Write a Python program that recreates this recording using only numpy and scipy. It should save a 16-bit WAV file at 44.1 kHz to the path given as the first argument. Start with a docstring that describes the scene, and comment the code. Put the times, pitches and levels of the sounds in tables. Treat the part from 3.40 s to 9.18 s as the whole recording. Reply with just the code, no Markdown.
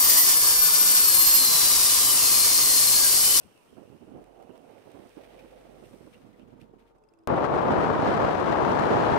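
"""A mountain hairpin, heard from a car that follows longboarders. Rolling wheels hum, and sliding friction
makes a glove puck and the wheels scrape and chirp over gritty asphalt. Turbulent pressure from light
gusts ruffles mainly the right microphone port, and the cabin air resonates at an open window. As the
rider stands up, a chipped wheel ticks briefly; then, at an abrupt cut, a click and a loud wind roar
start in both ports."""
import sys
import numpy as np
from scipy import signal
from scipy.fft import rfft, irfft
from scipy.io import wavfile
from scipy.ndimage import uniform_filter1d, minimum_filter1d

SR = 44100
rng = np.random.default_rng(int(sys.argv[2]) if len(sys.argv) > 2 else 0)


def to_wav(s):
    """Save 16-bit WAV."""
    ch = np.atleast_2d(s).T  # columns
    pcm = np.round(np.clip(ch, -1, 1) * 32767)  # PCM
    wavfile.write(sys.argv[1], SR, pcm.astype(np.int16))


N = 254898
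TIME = np.arange(N) / SR
BINS = np.fft.rfftfreq(N, 1 / SR)

# spectra of the wind noises: (frequency [Hz], relative spectral density [dB])
ROAR_SPECTRUM = [(24, -39), (42, -18.5), (90, -4.5), (200, -2), (400, 0), (620, 0), (950, -1.5), (1400, -9),
                 (2000, -24), (3000, -29.5), (6000, -64)]
FIZZ_SPECTRUM = [(700, -21), (1600, 10), (2600, -3), (4000, -7), (6000, -15.5), (9000, -24.5),
                 (12000, -31.5), (15500, -39)]
RUFFLE_SPECTRUM = [(25, -41), (70, -5.5), (130, -14), (300, 6.5), (500, 1.5), (800, -7), (1300, -18),
                   (2500, -33), (6000, -61)]
THUD_SPECTRUM = [(30, -35), (70, -1.5), (130, 1), (230, 5), (400, -6), (900, -44), (3000, -70)]
EDDY_SPECTRUM = [(25, -38), (55, -34), (110, -3), (170, -4), (240, 1.5), (400, -5), (650, -15), (1100, -38),
                 (2000, -55), (5000, -62)]
FAST_AIR_SPECTRUM = [(100, -49), (300, -1.5), (480, 1.5), (660, -2), (820, -3), (1050, -16), (1600, -24),
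                     (4000, -46.5)]
# unequal response of the two ports to the airstream: (frequency [Hz], left minus right [dB])
PORT_BALANCE = [(30, 19), (60, 5), (120, -3.5), (220, -1.5), (500, 2), (740, 6), (1130, 10), (1700, 6.5),
                (2600, 3.5), (8000, 4), (15000, 6.5)]
# buffets of the whole airstream: (centre time [s], duration [s], left gain [dB], right gain [dB])
STREAM_BUFFETS = [(4.082, 0.058, -1.5, -5.5), (4.21, 0.023, 1.5, -5.5), (4.325, 0.062, 1, 2.5),
                  (4.43, 0.069, 3, 2), (4.578, 0.085, -2, 0), (4.68, 0.088, 1, 2.5),
                  (4.955, 0.077, -2.5, -4.5), (5.04, 0.064, -2, -4.5), (5.11, 0.074, 1, -1.5),
                  (5.19, 0.13, -.5, -2), (5.255, 0.02, 4, -3.5), (5.37, 0.057, 1, -2.5),
                  (5.565, 0.056, 0.5, 2.5)]
# surges in the roar's low band: (centre time [s], duration [s], left gain [dB], right gain [dB])
ROAR_SURGES = [(3.925, 0.051, 6.5, 2), (4.325, 0.11, 2, 1.5), (4.5, 0.04, 6, 0), (5.52, .035, 2, 0.5),
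               (5.67, .07, 1.5, -1.5)]
# flares of fizz above the roar: (centre time [s], duration [s], left gain [dB], right gain [dB])
FIZZ_FLARES = [(4.053, 0.026, 8, -2), (4.16, 0.072, 3, -2), (4.685, 0.24, 2.5, 1), (4.95, 0.19, 3, 2),
               (5.1, 0.037, -0.5, 4), (5.42, 0.11, 2, -1)]
# single gusts: (time [s], relative level [dB], left minus right [dB], duration [s], thud share [0-1])
PORT_GUSTS = [(0.038, -47.5, 17, 0.031, 1), (0.328, -41.5, -14, 0.0049, 0.91),
              (0.364, -39, -29, 0.028, 0.027), (0.413, -48.5, -23, 0.033, 0),
              (0.513, -41, -30, 0.032, 0.57), (0.616, -42.5, -16, .016, 0.45),
              (0.67, -42.5, -10, 0.034, 0.66), (0.711, -41.5, -15, 0.016, 0.15),
              (0.74, -38, -7, 0.033, .45), (0.778, -44, 16.5, 0.019, 0.48), (1.034, -45, -24, 0.022, 0.55),
              (1.09, -37.5, -32, 0.017, 0.36), (1.467, -42, -20, 0.014, 0.16),
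              (1.541, -39, -19, 0.024, 0.12), (1.586, -41.5, -24, 0.022, 0.36),
              (1.656, -41, -24, 0.012, 0.063), (1.767, -37, -24, 0.018, 0), (2.041, -42, -20, 0.012, 0.016),
              (2.141, -51.5, -18, 0.0076, .4), (2.422, -39.5, -16, 0.015, 0.029),
              (2.526, -41, -19, 0.026, 0.4), (2.607, -38, -19, 0.01, 0.74),
              (2.665, -43.5, -22, 0.016, 0.14), (2.841, -51, -22, 0.027, 0.25),
              (3.026, -43.5, -24, 0.023, 1), (3.127, -39.5, -32, 0.014, 0.76),
              (3.217, -42, -25, 0.016, 0.96), (3.336, -39.5, -26, 0.006, 0.91)]
# lulls as the side air lets go of the port: (centre time [s], duration [s], gain [dB])
BREEZE_LULLS = [(0.588, 0.035, -12), (0.858, 0.053, -9.5), (1.432, 0.042, -7.5), (1.729, 0.073, -14),
                (2.738, 0.17, -4.5), (2.973, 0.067, -4.5)]
# hollow note blown across the right port: (time [s], centre frequency [Hz])
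HOLLOW_PITCH = [(1.0, 660), (1.12, 557), (1.27, 611), (1.38, 510), (1.55, 630), (2.05, 561.4), (2.22, 627),
                (2.45, 471)]

# spectra of rolling and sliding contact: (frequency [Hz], relative spectral density [dB])
RUMBLE_SPECTRUM = [(25, -9.5), (60, -3.5), (120, 0), (220, -2), (380, 2), (650, -1.5), (950, -6),
                   (1350, -9), (1800, -17), (2800, -21.5), (4000, -25), (8000, -30.5), (15000, -35)]
SCRAPE_SPECTRUM = [(500, -27), (1200, -3), (1900, 1), (2400, 1), (3000, -1), (3700, -5), (4700, -10.5),
                   (7000, -20)]
HISS_SPECTRUM = [(2500, -5), (4700, -2), (5900, 1.5), (6900, -6.5), (8000, 0.5), (8900, 3.5), (10200, -3),
                 (12500, -4.5), (15500, -10.5)]
# pitch of the wheels' hum, proportional to road speed: (time [s], frequency [Hz])
HUM_PITCH = [(0, 444), (.95, 455), (1.6, 468), (1.85, 505), (2.15, 515), (2.4, 495), (2.95, 490),
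             (3.2, 466), (3.5, 457), (3.65, 446), (3.87, 443)]
# urethane under side load: (time [s], duration [s], centre frequency [Hz], fall [Hz], level [dB])
WHEEL_MOANS = [(.15, .13, 970, 140, -68.5), (3.48, .2, 763, 18, -70), (3.52, .18, 432, 30, -63),
               (3.69, .26, 326, 30, -60.5)]
# sliding: (time [s], relative scrape level [dB], relative hiss level [dB], scrape left minus right [dB])
SLIDE_LEVELS = [(0.02, -74, -67.5, 2), (0.09, -74.5, -71, 0), (0.89, -79, -80.5, -11), (1.22, -77, -77, -7),
                (1.33, -69.5, -76.5, -5), (1.75, -67, -72, -5), (1.8, -65, -74.5, -5),
                (2.38, -70.5, -75, -2), (2.46, -71, -69, -1), (2.66, -72, -73.5, 1)]
# rasps as the glove drags and lifts: (time [s], relative level [dB], duration [s])
GLOVE_RASPS = [(1.152, -64, .014), (1.83, -57.5, 0.018), (1.989, -56, 0.013), (2.106, -65, 0.0098),
               (2.445, -59, 0.013), (2.52, -65, .025), (2.726, -58, 0.018), (3.1, -68, 0.014),
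               (3.198, -60.5, 0.026), (3.377, -68, 0.045), (3.462, -69.5, 0.032)]
# urethane gripping: (time [s], duration [s], start frequency [Hz], end frequency [Hz], level [dB])
SKID_CHIRPS = [(0.0, 0.049, 2600, 2730, -69), (0.14, 0.066, 2560, 2730, -71),
               (1.095, 0.027, 2850, 2870, -67), (1.984, 0.036, 2310, 2670, -64),
               (2.426, 0.057, 2520, 2890, -69), (2.731, 0.032, 2640, 2910, -63),
               (2.933, 0.028, 1850, 2000, -66), (2.986, 0.048, 2500, 3100, -67)]
# grit cracking under the slide: (time [s], relative level [dB], crunch gain [dB])
GRIT_CRACKS = [(0.0345, -62, -8), (.1765, -62, -1), (0.841, -63, -2), (1.026, -60, -4), (1.1775, -62, -1),
               (1.517, -60, 2), (1.6926, -62, -5), (1.9779, -70, 2), (1.992, -69, 11), (2.743, -73, 15),
               (2.995, -75, 13), (3.2147, -65, 8), (3.3937, -70, -1)]
# a chip in a wheel striking once a turn: (time [s], relative level [dB], main mode gain [dB])
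CHIP_STRIKES = [(3.584, -71, -1), (3.638, -63.5, -1), (3.688, -64.5, 10), (3.7373, -61, -3),
                (3.7885, -67, 8), (3.8357, -72, 5)]
# lesser modes of wheel and truck: (frequency [Hz], relative level [dB], 60 dB decay time [s])
TRUCK_MODES = [(2630, -5, .028), (3250, -11, .02), (6450, -10, .012), (7900, -8, .014), (8450, -3, .006)]
# swells of the resonating cabin air: (time [s], duration [s], level [dB])
WINDOW_THROBS = [(.6, 0.5, -69), (1.545, 1.32, -66), (2.645, 1.2, -70)]

CRUISE_HZ = 480  # pitch of the hum at cruising speed


def airstream(cut_s=3.8743, growth_db_per_s=1.49, fizz_growth_db_per_s=2.5, body_hz=700):
    """Turbulent pressure grows with flow speed: roar and fizz, starting with a click at an abrupt cut."""
    age = np.maximum(TIME - cut_s, 0)
    ports = pan(read(PORT_BALANCE))
    eddies = wander(78)  # shared by roar and fizz
    roar = unit(turbulence(ROAR_SPECTRUM, eddy_hz=323, lumpy_db=2.6, sides=ports) * amp(1.46 * eddies))
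    body = lowpass(roar, body_hz, slope=6)
    roar += (amp(at_ports(ROAR_SURGES)) - 1) * body
    fizz = unit(turbulence(FIZZ_SPECTRUM, eddy_hz=620, lumpy_db=2.5, sides=ports) * amp(1.55 * eddies))
    buffet_db = at_ports(STREAM_BUFFETS)
    lag_db = -2.5 * np.exp(-age / 0.3)  # the fizz takes a moment to build
    flare_db = at_ports(FIZZ_FLARES) + 0.22 * buffet_db + lag_db
    fizz *= amp(-18 + fizz_growth_db_per_s * age + flare_db)
    force = amp(-26 + growth_db_per_s * age + buffet_db) * pan(-0.25)
    wind = force * (amp(2.5) * roar + fizz)
    cut_ramp = np.interp(age, [0, 0.04], [0.75, 1])
    cut_click = -amp(-21.5) * np.exp(-age / 0.0007) * pan(18)
    return (TIME > cut_s) * (cut_ramp * wind + cut_click)


def gusts():
    """Passing vortices ruffle or thud on a port; the low pressure in each core gives a sharp suction."""
    ruffle, thud, core = np.zeros((3, 2, N))
    for s, db, side_db, length, thud_share in PORT_GUSTS:
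        strength = amp(db) * pan(side_db)
        puff = strength * swell(s, length)
        ruffle += np.sqrt(1 - thud_share) * puff
        thud += np.sqrt(thud_share) * puff
        core += strength * bump(s + length / 4, length=0.0014)
    suction = -amp(-3) * irfft(rfft(core) * amp(read(RUFFLE_SPECTRUM)), N)
    ruffles = amp(-6) * ruffle * turbulence(RUFFLE_SPECTRUM, eddy_hz=160, lumpy_db=0.5)
    thuds = amp(-8) * thud * turbulence(THUD_SPECTRUM, eddy_hz=60, lumpy_db=-1.5)
    return ruffles + thuds + suction


def breeze(flutter_db=1.8):
    """Grazing flow brushes the right port with eddies; at the apex faster air blows a hollow note."""
    in_bend = hold(start=0.25, attack=0.14, end=3.14, release=0.45)
    at_apex = hold(start=0.63, attack=0.18, end=2.33, release=0.29)
    swept = hold(start=0.83, attack=0.12, end=2.26, release=0.16)
    eddy_gain = in_bend * amp(-53.5 - 7 * swept)  # the fast air sweeps the slow eddies away
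    eddies = eddy_gain * turbulence(EDDY_SPECTRUM, eddy_hz=75.4, lumpy_db=4) * pan(-38)
    rush = amp(-56) * turbulence(FAST_AIR_SPECTRUM, eddy_hz=90, lumpy_db=1)
    hollow = amp(-59.5) * narrowband(follow(HOLLOW_PITCH)[0], width_hz=148)
    stream = at_apex * amp(flutter_db * wander(23)) * (rush + hollow) * pan(-19)
    lull_db = sum(db * bump(s, length) for s, length, db in BREEZE_LULLS)
    return (eddies + stream) * amp(lull_db)


def wheels(rumble_db_per_octave=6.5, hum_db_per_octave=45):
    """Rolling noise: rumble and hum grow with speed; as grip returns, the rumble dulls under a whine."""
    hz, = follow(HUM_PITCH)
    octaves = np.log2(hz / CRUISE_HZ)
    settled = np.interp(TIME, [2.9, 3.7], [0, 1])  # the board runs smoother out of the bend
    road_gain = amp(-60.5 + rumble_db_per_octave * octaves)
    road = road_gain * turbulence(RUMBLE_SPECTRUM, eddy_hz=39.4, lumpy_db=3)
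    dull = lowpass(road, 1500, slope=8)
    rumble = (amp(-3.5 * settled) * dull + amp(-9 * settled) * (road - dull)) * pan(-0.52)
    hum = amp(-68.5 + hum_db_per_octave * octaves) * narrowband(hz, width_hz=17.5)
    drift = hold(start=1.2, attack=0.87, end=2.33, release=0.28)
    side_shudder = drift * amp(-61) * narrowband(hz, width_hz=57) * pan(1.5)
    grip = hold(start=2.7, attack=0.4, end=3.58, release=0.3)
    clear_tone = whine(hz, waver_hz=5) + amp(-4.5) * whine(2 * hz, waver_hz=5)
    return rumble + hum + side_shudder + amp(-65.5) * grip * clear_tone


def moans():
    """Urethane vibrates under side load in short falling tones."""
    out = np.zeros((2, N))
    for s, length, centre_hz, fall_hz, db in WHEEL_MOANS:
        progress, level = arch(s, length)
        out += amp(db) * level * whine(centre_hz + fall_hz * (0.5 - progress), waver_hz=5.2)
    return out


def slide(regrip_s=2.71, scrape_db_per_s=-16, hiss_db_per_s=-47):
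    """Sliding friction breaks asperities under puck and wheels; the noise fades as the grip returns."""
    scrape_db, hiss_db, side_db = follow(SLIDE_LEVELS)
    easing_s = np.maximum(TIME - regrip_s, 0)
    contact = np.interp(TIME, [3.2, 3.58], [1, 0])  # the rider stands up
    patches = amp(1.04 * wander(45)[0])  # coarse and smooth road, heard in both ports
    rasp = sum(amp(db - 3.5) * swell(s, length) for s, db, length in GLOVE_RASPS)
    scrape_gain = contact * amp(scrape_db + 2 + scrape_db_per_s * easing_s) * patches
    hiss_gain = contact * amp(hiss_db + 1.5 + hiss_db_per_s * easing_s)
    scrape = turbulence(SCRAPE_SPECTRUM, eddy_hz=250, lumpy_db=3.5) * np.hypot(scrape_gain, rasp)
    hiss = turbulence(HISS_SPECTRUM, eddy_hz=500, lumpy_db=3) * np.hypot(hiss_gain, amp(-12) * rasp)
    return scrape * pan(side_db) + hiss * pan(-9.5)


def skids():
    """Stick-slip oscillation: the wheels chatter early in the drift and chirp upward as they bite."""
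    scrape_db = follow(SLIDE_LEVELS)[0]
    early_drift = np.interp(TIME, [1.15, 1.4], [1, 0])
    chatter_hz = 2790 + 100.5 * wander(14)[0]
    out = early_drift * amp(scrape_db + 1.5 + 2 * wander(25)) * narrowband(chatter_hz, width_hz=330)
    slips = unit(amp(3.5 * np.tanh(wander(260))))
    for s, length, start_hz, end_hz, db in SKID_CHIRPS:
        progress, level = arch(s, length)
        chirp = narrowband(start_hz + (end_hz - start_hz) * progress, width_hz=200)
        out += amp(db) * level * slips * chirp
    return out * pan(-2.5)


def grit():
    """Brittle fracture of stones gives very short bursts: a bright snap and a coarser crunch."""
    snap = sum(amp(db + 1) * swell(s, length=0.0013) for s, db, _ in GRIT_CRACKS)
    crunch = sum(amp(db + crunch_db) * swell(s, length=0.0017) for s, db, crunch_db in GRIT_CRACKS)
    return (snap * colour(white(), HISS_SPECTRUM) + crunch * colour(white(), SCRAPE_SPECTRUM)) * pan(-2)


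def wheel_ticks(ping_hz=5080, ping_t60_s=0.023):
    """Impacts of the chip excite damped modes of the truck; some catch its main ping squarely."""
    t = TIME[:SR // 10]
    modes = [(ping_hz, -1, ping_t60_s)] + TRUCK_MODES
    ping, *lesser = [amp(db - 60 * t / t60) * np.sin(2 * np.pi * hz * t) for hz, db, t60 in modes]
    ping *= 1 - np.exp(-t / 0.0008)
    rattle = 1 + np.tanh(wander(300)) / 2
    out = np.zeros((2, N))
    for s, db, ping_db in CHIP_STRIKES:
        at = round(s * SR)
        impact = amp(-17) * rng.standard_normal((2, len(t))) * np.exp(-t / 0.0022)
        impact[:, 0] += 1  # a click leads the tiny crunch
        ring = signal.fftconvolve(impact, sum(lesser)[None], axes=1)[:, :len(t)]
        ring += amp(ping_db) * ping * rattle[:, at:at + len(t)]
        out[:, at:at + len(t)] += amp(db - 3) * ring
    return out * pan(2.6)


def window_throb(cruise_throb_hz=43):
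    """Cavity resonance of the cabin behind the open window: one deep tone that rises with speed."""
    hz = cruise_throb_hz * follow(HUM_PITCH)[0] / CRUISE_HZ
    level = sum(amp(db) * arch(s, length)[1] for s, length, db in WINDOW_THROBS)
    return level * unit(np.sin(2 * np.pi * np.cumsum(hz) / SR)) * pan(1.1)


def turbulence(spectrum, eddy_hz, lumpy_db, sides=1):
    """Bounded random amplitude modulation makes noise come in lumps, as of eddies or road grain."""
    lumps = amp(lumpy_db * 2 * np.tanh(wander(eddy_hz) / 2))
    return colour(white() * lumps, spectrum, sides)


def narrowband(hz, width_hz):
    """Random quadrature modulation spreads a pitch curve into a fuzzy tone."""
    phase = 2 * np.pi * np.cumsum(hz) / SR
    return unit(wander(width_hz) * np.cos(phase) + wander(width_hz) * np.sin(phase))


def whine(hz, waver_hz):
    """The road's grain modulates a tone in amplitude and frequency."""
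    flutter = unit(amp(2.5 * np.tanh(wander(30))))
    return flutter * np.sin(2 * np.pi * np.cumsum(hz + waver_hz * wander(29), axis=1) / SR)


def white():
    """White noise, uncorrelated between the ports."""
    return rng.standard_normal((2, N))


def wander(rate_hz):
    """Band-limited random fluctuation for each port; rms 1."""
    return unit(irfft(rfft(white()) * np.exp(-(BINS / rate_hz) ** 2) * BINS / (BINS + rate_hz / 10), N))


def colour(x, spectrum, sides=1):
    """Spectral shaping of both channels; rms 1."""
    return unit(irfft(rfft(x) * amp(read(spectrum)) * sides, N))


def lowpass(x, corner_hz, slope):
    """Zero-phase low-pass; slope is in multiples of 6 dB per octave."""
    return irfft(rfft(x) / (1 + (BINS / corner_hz) ** slope), N)


def swell(s, length):
    """An envelope that rises quickly to 1 and decays exponentially."""
    u = np.clip((TIME - s) / (length / 2 + 1e-4), 0, 40)
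    return u * np.exp(1 - u)


def arch(s, length):
    """Progress 0..1 through a note, and its half-sine envelope."""
    progress = np.clip((TIME - s) / length, 0, 1)
    return progress, np.sin(np.pi * progress)


def hold(start, attack, end, release):
    """A trapezoidal envelope that holds at 1 until end."""
    return np.clip((TIME - start) / attack, 0, 1) * np.clip(1 - (TIME - end) / release, 0, 1)


def bump(middle, length):
    """A Gaussian envelope of height 1."""
    return np.exp(-np.minimum((2 * (TIME - middle) / length) ** 2, 60))


def at_ports(rows):
    """Left and right gains in dB from a table of bumps."""
    return sum(np.array([[left], [right]]) * bump(s, length) for s, length, left, right in rows)


def read(points):
    """A spectrum table at every bin, interpolated in log frequency."""
    hz, value = np.transpose(points)
    return np.interp(np.log(BINS + 1), np.log(hz), value)


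def follow(rows):
    """The columns of a time table, interpolated at every sample."""
    s, *columns = np.transpose(rows)
    return [np.interp(TIME, s, c) for c in columns]


def pan(side_db):
    """Constant-power gains; positive is to the left."""
    gains = amp(np.array([[0.5], [-0.5]]) * side_db)
    return gains / np.sqrt(np.mean(gains ** 2, 0))


def amp(db):
    """Decibels to amplitude ratio."""
    return 10 ** (np.asarray(db) / 20)


def unit(x):
    """Scales to rms 1."""
    return x / np.sqrt(np.mean(x ** 2) + 1e-20)


def scene():
    """Superposition of all sources at the two ports."""
    side_air = breeze() + gusts()
    board = wheels() + moans() + slide() + skids() + grit() + wheel_ticks()
    return side_air + board + window_throb() + airstream()


def record(dry, ceiling_db=-10, cutoff_hz=15700):
    """Fast peak limiting holds down the wind; a low-pass filter then limits the bandwidth."""
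    needed = np.minimum(1, amp(ceiling_db) / (abs(dry) + 1e-9))
    gain = uniform_filter1d(minimum_filter1d(needed, size=301, axis=1), size=301, axis=1)
    band_limit = signal.firwin(511, cutoff_hz, window=("kaiser", 9), fs=SR)
    return signal.oaconvolve(dry * gain, band_limit[None], "same")


dry = scene()
out = record(dry)
to_wav(out)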